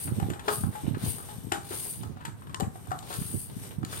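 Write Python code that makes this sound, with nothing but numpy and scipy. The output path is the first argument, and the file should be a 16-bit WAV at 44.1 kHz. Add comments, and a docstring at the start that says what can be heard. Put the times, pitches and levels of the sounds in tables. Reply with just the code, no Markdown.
"""A tiled room, close to the valve of a bicycle tyre being inflated with a floor pump.
On each push the piston rubs, air rushes down the hose, then hisses through the valve.
On each pull the barrel draws air softly. The pump knocks and clicks, ringing its body.
A draught buffets the two microphone ports over a faint room rumble."""
import sys
import numpy as np
from scipy import signal
from scipy.fft import rfft, irfft, next_fast_len
from scipy.io import wavfile
from scipy.ndimage import map_coordinates

SR = 44100
rng = np.random.default_rng(int(sys.argv[2]) if len(sys.argv) > 2 else 0)


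def bounce(signal):
    """Save signal as a 16-bit WAV file at the path given by the first command-line argument."""
    frames = np.transpose(np.atleast_2d(signal))
    limited = np.clip(frames, -1, 1)
    pcm = np.round(limited * 32767).astype(np.int16)
    wavfile.write(sys.argv[1], SR, pcm)


N = 176400
PORT_LAG_S = 0.000402  # right port behind left

# Downstrokes (start [s], rise [s], hiss hold [s], hiss fall [s], valve hiss [dB], hose rush [dB],
# rush and rub fall [s], piston rub [dB])
PUSHES = [(-.12, 0.11, 0.061, 0.2, -36, -46, 0.39, -41.5),
          (0.417, 0.12, 0.011, 0.31, -33, -41, 0.31, -41.5),
          (0.949, 0.14, 0.011, 0.31, -33, -42.5, 0.37, -41.5),
          (1.556, 0.22, 0.135, 0.26, -36, -43, 0.65, -48), (2.988, 0.17, 0.27, 0.23, -40, -45.5, 0.83, -49),
          (3.828, .13, .1, .2, -40.5, -45, 1, -47.5)]
# Upstrokes (start [s], rise [s], hold [s], fall [s], intake hiss [dB], piston rub [dB])
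PULLS = [(0.07, 0.088, 0.098, 0.4, -51.5, -52), (0.646, 0.098, 0.14, 0.26, -51, -51),
         (1.165, 0.11, 0.085, 1, -50, -53.5), (2.11, 0.12, 0.025, 0.27, -66.5, -61.5),
         (2.318, 0.071, 0.15, 0.33, -62.5, -65), (2.627, 0.13, 0.523, 0.083, -56.5, -58),
         (3.397, 0.22, 0.055, 0.32, -47.5, -51)]


def airflow():
    """Turbulent air: hose rush, then valve hiss on each push; intake hiss on each pull."""
    # Spectra: valve at each port, hose, intake (frequency [Hz], level [dB])
    valve_left = [(2000, -52), (4000, -42), (4600, -16), (5800, -34), (6600, -16), (7200, -46), (7700, -18),
                  (8600, -1), (9100, -1.5), (9900, -7), (10700, -18), (11400, -29), (12000, -11),
                  (15500, -25.5)]
    valve_right = [(2000, -30), (6000, -31.5), (7500, -47), (8500, -25), (9000, -11), (9400, -11.5),
                   (11800, -5.5), (13000, -15.5), (15500, -16)]
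    hose_spectrum = [(600, -13), (1500, -7), (2400, -2), (2950, 1), (3500, 0), (4600, 2.5), (5600, -2.5),
                     (7000, 0.5), (9000, -20), (15000, -3.5)]
    intake_spectrum = [(1500, -43), (2700, -47), (2980, -7.5), (3300, -20), (4600, -12), (5600, -10),
                       (7700, -12.5), (8500, 3), (9300, -5), (10600, -9), (12300, -2.5), (13500, -11.5),
                       (15500, -20)]
    hose_lead_s = 0.022
    valve = hose = intake = 0
    for start, rise, hold, fall, hiss_db, rush_db, rush_fall, _ in PUSHES:
        valve += undb(hiss_db) * swell(start, rise, hold, fall)
        hose += undb(rush_db) * swell(start - hose_lead_s, rise, 0, rush_fall)
    for start, rise, hold, fall, intake_db, _ in PULLS:
        intake += undb(intake_db) * swell(start, rise, hold, fall)
    jets = rng.standard_normal((3, N))
    flow = valve * ports(jets[0], valve_left, valve_right)
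    flow += hose * ports(jets[1], hose_spectrum, hose_spectrum)
    flow += intake * ports(jets[2], intake_spectrum, intake_spectrum)
    sputter_db = 0.16 * walk(rate_hz=70) + 1.5 * walk(rate_hz=240)
    return flow * undb(sputter_db)


def piston_rub():
    """Grainy friction of the piston in the barrel, on both strokes."""
    # Friction spectrum (frequency [Hz], level [dB])
    spectrum = [(250, -20.5), (400, 1), (560, -6.5), (800, -5), (950, -5.5), (1200, -11), (1550, -10),
                (2200, -13), (2980, -12), (4000, -12.5), (10000, -73)]
    lead_s, scatter_db = 0.041, 9.5
    envelope = 0
    for start, rise, *_, fall, rub_db in PUSHES:
        envelope += undb(rub_db) * swell(start - lead_s, rise, 0, fall)
    for start, rise, hold, fall, _, rub_db in PULLS:
        envelope += undb(rub_db) * swell(start, rise, hold, fall)
    grains = unit(rng.standard_normal(N) * undb(scatter_db * walk(rate_hz=905.7)))
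    return envelope * ports(grains, spectrum, spectrum)


def knocks():
    """Each contact cracks, rattles and rings the pump body; where it lands sets colour and main ring."""
    # Contacts (time [s], rattle decay [ms], chatter [dB], five band levels [dB],
    # ring [Hz], ring level [dB], ring decay [ms])
    contacts = [(.072,7.1,-9,-51.5,-52.5,-53,-60,-68,810,-54,12),
                (.199,2,-25,-48.5,-62,-49.5,-59,-55,798,-41,9.4),
                (.226,4,-21,-57,-59,-55,-75,-69,780,-41.5,9.2),
                (.3,2.9,-11.5,-41.5,-61,-47,-56.5,-51.5,810,-50,12),
                (.334,2.4,-14,-67,-67,-49.5,-59,-60,842,-51.5,12),
                (.359,3.9,-28,-53.5,-73,-64,-75,-74,810,-52,16),
                (.3925,5.1,-14,-64,-61,-49,-60,-57.5,894,-50.5,9.1),
                (.4789,7.3,-22,-33,-30.5,-38.5,-41.5,-72,421.6,-36,22),
                (.636,2,-22,-65,-46,-58,-74,-68,796,-46,5.7),
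                (.752,9.5,-28,-63,-57,-52,-72,-57,844.5,-40,28),
                (.943,9.4,-18,-54,-52,-51,-64,-80,820,-56,10),
                (1.1818,2.8,-12,-57,-52.5,-74,-83,-63,795,-56,8.7),
                (1.2013,2,-24,-58,-57,-65,-80,-72,810,-55.5,9.9),
                (1.288,3,-16,-61,-61,-60,-73,-73,841,-47,19),
                (1.517,3.2,-6,-41,-47,-36,-50.5,-55,805,-43,62),
                (1.5206,1.75,-20,-35.5,-61,-38,-40,-41.5,785,-34.5,5.4),
                (1.708,20,-9,-46,-53,-51.5,-73,-63,369,-41,6.8),
                (2.032,3.6,-22,-53,-51.5,-61,-57,-74,850,-52,8),
                (2.169,3.3,-14,-62,-60,-65,-82,-78,750,-54.5,8.6),
                (2.204,8.7,5,-61,-59,-56.5,-76,-69,983,-56,13),
                (2.2504,3.4,-12,-62,-69,-43.5,-52.5,-50,920,-47,6.9),
                (2.42,2.1,-15,-75,-64,-64,-81,-81,1070,-56,6.4),
                (2.4705,0.84,-15,-62,-62,-61.5,-70,-75,970,-59,6.4),
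                (2.495,1.1,-2,-70,-63,-62,-67,-74,1120,-53,8.8),
                (2.544,2.5,-49,-58,-70,-44.5,-45,-54,1054,-41.5,6.9),
                (2.599,2.2,-24,-39.5,-67,-49,-52,-48,750,-46,4),
                (2.606,1.5,-32,-47,-47,-52,-46.5,-49.5,784,-35,11),
                (2.63,2.4,-6,-66,-75,-51.5,-77,-78,830,-57,11),
                (2.7555,1.8,-13,-56.5,-59,-69,-71,-73,753,-51.5,5.4),
                (2.871,1.7,-18,-64,-59,-75,-70,-61,726,-55,7.2),
                (2.906,3.1,-12,-65,-45,-64,-63,-59,710,-59,13),
                (2.916,1.6,-17,-60,-39.5,-52.5,-54,-71,746,-34,10),
                (2.9885,2.5,-28,-74,-65,-74,-51,-62.5,1060,-66,5.4),
                (3.026,2.7,-3,-55,-62,-69,-57,-77,806,-52,7),
                (3.104,6.6,-6,-49.5,-49,-53,-60,-69,729,-44.5,5.6),
                (3.122,17.6,-21,-68,-53,-48,-49.5,-71,1110,-47,13),
                (3.221,2.8,-27,-71,-64,-56,-77,-68,1140,-55,7.2),
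                (3.644,7,-28,-57,-72,-71,-63,-62,756,-66,20),
                (3.829,3.3,-32,-69,-50.5,-58,-66,-75,762,-52,10),
                (3.8482,2.3,-22,-72,-71,-52.5,-51,-53.5,1030,-58,5.5),
                (3.924,11,-7,-50,-64,-44.5,-62,-50,1080,-57,12)]
    # Knock bands (low edge [Hz], high edge [Hz])
    bands_hz = [(250, 700), (900, 1700), (1700, 3300), (3300, 6500), (6500, 16000)]
    # Pump body modes (frequency [Hz], level [dB], T60 [s])
    modes = [(375,3,0.055), (416,9.5,0.034), (594.4,-3,0.26), (800,-2,0.12), (1103,-0.5,0.11), (1193,1,.2),
             (1370,-15,0.087), (1536,-9,0.057), (1784,-12,0.21), (2420,-24,0.12), (2950,-16,0.42),
             (4020,-15,0.023), (8650,-16,.025)]
    # Contact crack spectrum (frequency [Hz], level [dB])
    crack_spectrum = [(200,9), (500,5.5), (800,10.5), (1300,13.5), (1700,5.5), (2100,-4), (3000,-6.5),
                      (3400,-4.5), (4200,-7), (5500,-13.5), (7500,-2), (8600,2), (10500,-10.5), (12500,-4),
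                      (16000,-22)]
    crack_db, chatter_ms, attack_share = 12.5, 30, 0.42
    out, t = np.zeros(N + SR), np.arange(SR // 3) / SR
    ms = t * 1000
    filters = [signal.butter(2, band, "bandpass", fs=SR, output="sos") for band in bands_hz]
    for start, rattle_ms, chatter_db, *band_db, ring_hz, ring_db, ring_ms in contacts:
        chatter = undb(chatter_db) * np.exp(-ms / chatter_ms)  # loose parts
        rattle = rng.standard_normal(len(t)) * (np.exp(-ms / rattle_ms) + chatter)
        detunes = 1 + 0.013 * rng.standard_normal(len(modes))
        body = sum(undb(db - 60 * t / t60) * np.sin(2 * np.pi * hz * detune * t)
                   for (hz, db, t60), detune in zip(modes, detunes))
        body *= np.exp(-ms / (1.8 * ring_ms))  # the contact damps the whole body
        attack = 1 - np.exp(-(ms / (attack_share * rattle_ms)) ** 2)
        blow = attack * (body + undb(crack_db) * colour(rattle, crack_spectrum))
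        # Alternating signs join the bands smoothly.
        parts = [(-1) ** k * signal.sosfilt(sos, blow) for k, sos in enumerate(filters)]
        ring = np.sin(2 * np.pi * ring_hz * t) * np.exp(-ms / ring_ms)
        i = int(start * SR)
        for db, part in zip(band_db + [ring_db], parts + [ring]):
            out[i:i + len(t)] += undb(db) * part / part[ms < 30].std()
    return out[:N]


def draught():
    """Gusts rumble on each port separately; the strongest eddies land as soft thumps."""
    # Gusts (start [s], length [s], left [dB], right [dB])
    gusts = [(0.064, 0.28, -37.5, -31), (0.514, 0.06, -39.5, -42), (0.598, 0.1, -35, -28.5),
             (0.852, 0.1, -47, -26), (0.936, 0.2, -31.5, -41.5), (1.375, 0.2, -37.5, -60),
             (1.615, 0.11, -44, -60), (1.987, 0.2, -50, -36), (2.265, 0.099, -46, -36.5),
             (2.476, 0.051, -41, -86), (2.606, 0.082, -29.5, -42.5), (2.901, 0.028, -73, -34),
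             (3.168, 0.15, -40.5, -38), (3.312, 0.049, -39.5, -26.5), (3.504, 0.2, -44.5, -41),
             (3.779, 0.12, -34.5, -35.5), (3.945, 0.032, -61, -31.5)]
    # Single eddies (time [s], peak [dB], width [ms], port [0 left, 1 right])
    thumps = [(.188, -18, 0.97, 1), (0.229, -17.5, 1.46, 1), (0.287, -18, 0.88, 1), (0.638, -15.5, 1.6, 0),
              (0.67, -17, 1.54, 1), (0.691, -18, 1.46, 1), (0.883, -11, 1.23, 1), (0.972, -18.5, 0.89, 1),
              (1.039, -17.5, 1.3, 1), (1.085, -21, 2.3, 0), (2.625, -16, 1.5, 0), (2.68, -18, 1.68, 1),
              (2.671, -20.5, 1.9, 0), (0.122, -19, 1.04, 1), (0.243, -31, 2.2, 1), (0.314, -18, 1.04, 1),
              (0.837, -23, 1.6, 0), (1.385, -26.5, 1.7, 0), (1.471, -23.5, 1.13, 0),
              (3.189, -18.5, 1.84, 0), (3.219, -18, 1.43, 1), (3.345, -19.5, 1.45, 1),
              (3.569, -21.5, 1.46, 0), (3.786, -17.5, 1.75, 1), (3.839, -16.5, 1.13, 1)]
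    # Wind spectrum (frequency [Hz], level [dB])
    spectrum = [(20, -50), (40, -41.5), (70, -8.5), (105, 2.5), (180, -5), (300, -12.5), (450, -23.5),
                (700, -36.5), (1500, -58), (5000, -97)]
    calm_db, eddy_db, ramp_s, skew = -55, 9.5, 0.045, 0.075
    t, out = np.arange(N) / SR, np.zeros((2, N))
    for port in range(2):
        power = undb(calm_db) ** 2
        for start, length, *port_db in gusts:
            inside_s = np.minimum(t - start, start + length - t)
            power += undb(port_db[port]) ** 2 * np.clip(0.5 + inside_s / ramp_s, 0, 1)
        eddies = rng.standard_normal(N) * undb(eddy_db * np.tanh(walk(rate_hz=70.47)))
        out[port] = np.sqrt(power) * unit(colour(eddies, spectrum))
    for time, db, width_ms, port in thumps:
        u = np.clip((t - time) * 1000 / width_ms, -10, 10)
        out[port] += undb(db) * (1 - u ** 2 - skew * u) * np.exp(-u ** 2 / 2)
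    return out


def room_tone():
    """Faint steady rumble, independent at each port."""
    # Background spectrum (frequency [Hz], level [dB])
    spectrum = [(25, -29.5), (50, -0.5), (110, 8.5), (300, -5), (550, -17), (780, -15.5), (1500, -22),
                (2500, -29), (5000, -44), (9000, -56), (15000, -45)]
    return undb(-46) * np.array([unit(colour(rng.standard_normal(N), spectrum)) for _ in range(2)])


def ports(source, left_spectrum, right_spectrum):
    """Noise reaches each port directly, by bounces off the tiles and as a diffuse wash."""
    bounce_db, bounce_decay_s, diffuse_db, pan_db = 7, 0.039, 3, 3
    t, out = np.arange(SR // 20) / SR, []
    for spectrum, side, lag_s in ((left_spectrum, 1, 0), (right_spectrum, -1, PORT_LAG_S)):
        paths = rng.standard_normal(len(t)) * np.exp(-t / bounce_decay_s)
        paths *= undb(bounce_db) / np.linalg.norm(paths)
        paths[int(lag_s * SR)] += 1  # direct path
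        heard = signal.fftconvolve(source, paths)[:N] + undb(diffuse_db) * rng.standard_normal(N)
        out.append(unit(colour(heard, spectrum)) * undb(side * pan_db / 2))
    return np.array(out)


def tiled_room(x):
    """Sound from the left reaches that port first; the tiles add a short bright tail."""
    pan_db, tail_db, t60_s, predelay_s = 6.5, -5, 0.31, 0.011
    split_hz, treble_db = 2500, -1.5
    t, out = np.arange(SR // 2) / SR, []
    late = np.interp(np.arange(N) - PORT_LAG_S * SR, np.arange(N), x)
    for direct, side in ((x, 1), (late, -1)):
        white = rng.standard_normal(len(t))
        low = signal.sosfilt(signal.butter(2, split_hz, fs=SR, output="sos"), white)
        high = signal.sosfilt(signal.butter(2, split_hz, "highpass", fs=SR, output="sos"), white)
        tail = (low + undb(treble_db) * high) * undb(-60 * t / t60_s) * (t > predelay_s)
        reverb = signal.fftconvolve(x, tail / np.linalg.norm(tail))[:N]
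        out.append(direct * undb(side * pan_db / 2) + undb(tail_db) * reverb)
    return np.array(out)


def swell(start_s, rise_s, hold_s, fall_s):
    """Stroke gain: rises from -36 dB to 0 dB, holds, then drops 36 dB per fall_s."""
    t = np.arange(N) / SR - start_s
    rising = np.maximum(1 - t / rise_s, 0) ** 1.41
    falling = np.maximum(t - rise_s - hold_s, 0) / fall_s
    return undb(-36 * (rising + falling))


def colour(x, spectrum):
    """Minimum-phase filter through (frequency [Hz], level [dB]) points."""
    hz, db = np.array(spectrum, float).T
    size = next_fast_len(len(x) + 4096, True) // 2 * 2
    bins_hz = np.maximum(np.arange(size // 2 + 1) * SR / size, 1)
    gain = undb(np.interp(np.log(bins_hz), np.log(hz), db))
    cepstrum = irfft(np.log(gain))
    cepstrum[1:size // 2] *= 2
    cepstrum[size // 2 + 1:] = 0
    return irfft(rfft(x, size) * np.exp(rfft(cepstrum)))[:len(x)]


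def walk(rate_hz):
    """Random wander, rms 1."""
    steps = rng.standard_normal(4096)
    return unit(map_coordinates(steps, [np.arange(N) * rate_hz / SR], order=1, mode="wrap"))


def undb(db):
    """Decibels to gain."""
    return 10 ** (np.asarray(db) / 20)


def unit(x):
    """Scale to rms 1."""
    return x / np.sqrt(np.mean(x ** 2))


def scene():
    """Pump, draught and quiet room, in stereo."""
    return airflow() + piston_rub() + tiled_room(knocks()) + draught() + room_tone()


def record(dry):
    """The microphone loses the deepest bass; the recorder cuts the top."""
    low_hz, top_hz = 41.8, 15850
    heard = signal.sosfilt(signal.butter(2, low_hz, "highpass", fs=SR, output="sos"), dry)
    return signal.sosfilt(signal.ellip(10, 0.2, 80, top_hz, fs=SR, output="sos"), heard)


dry = scene()
out = record(dry)
bounce(out)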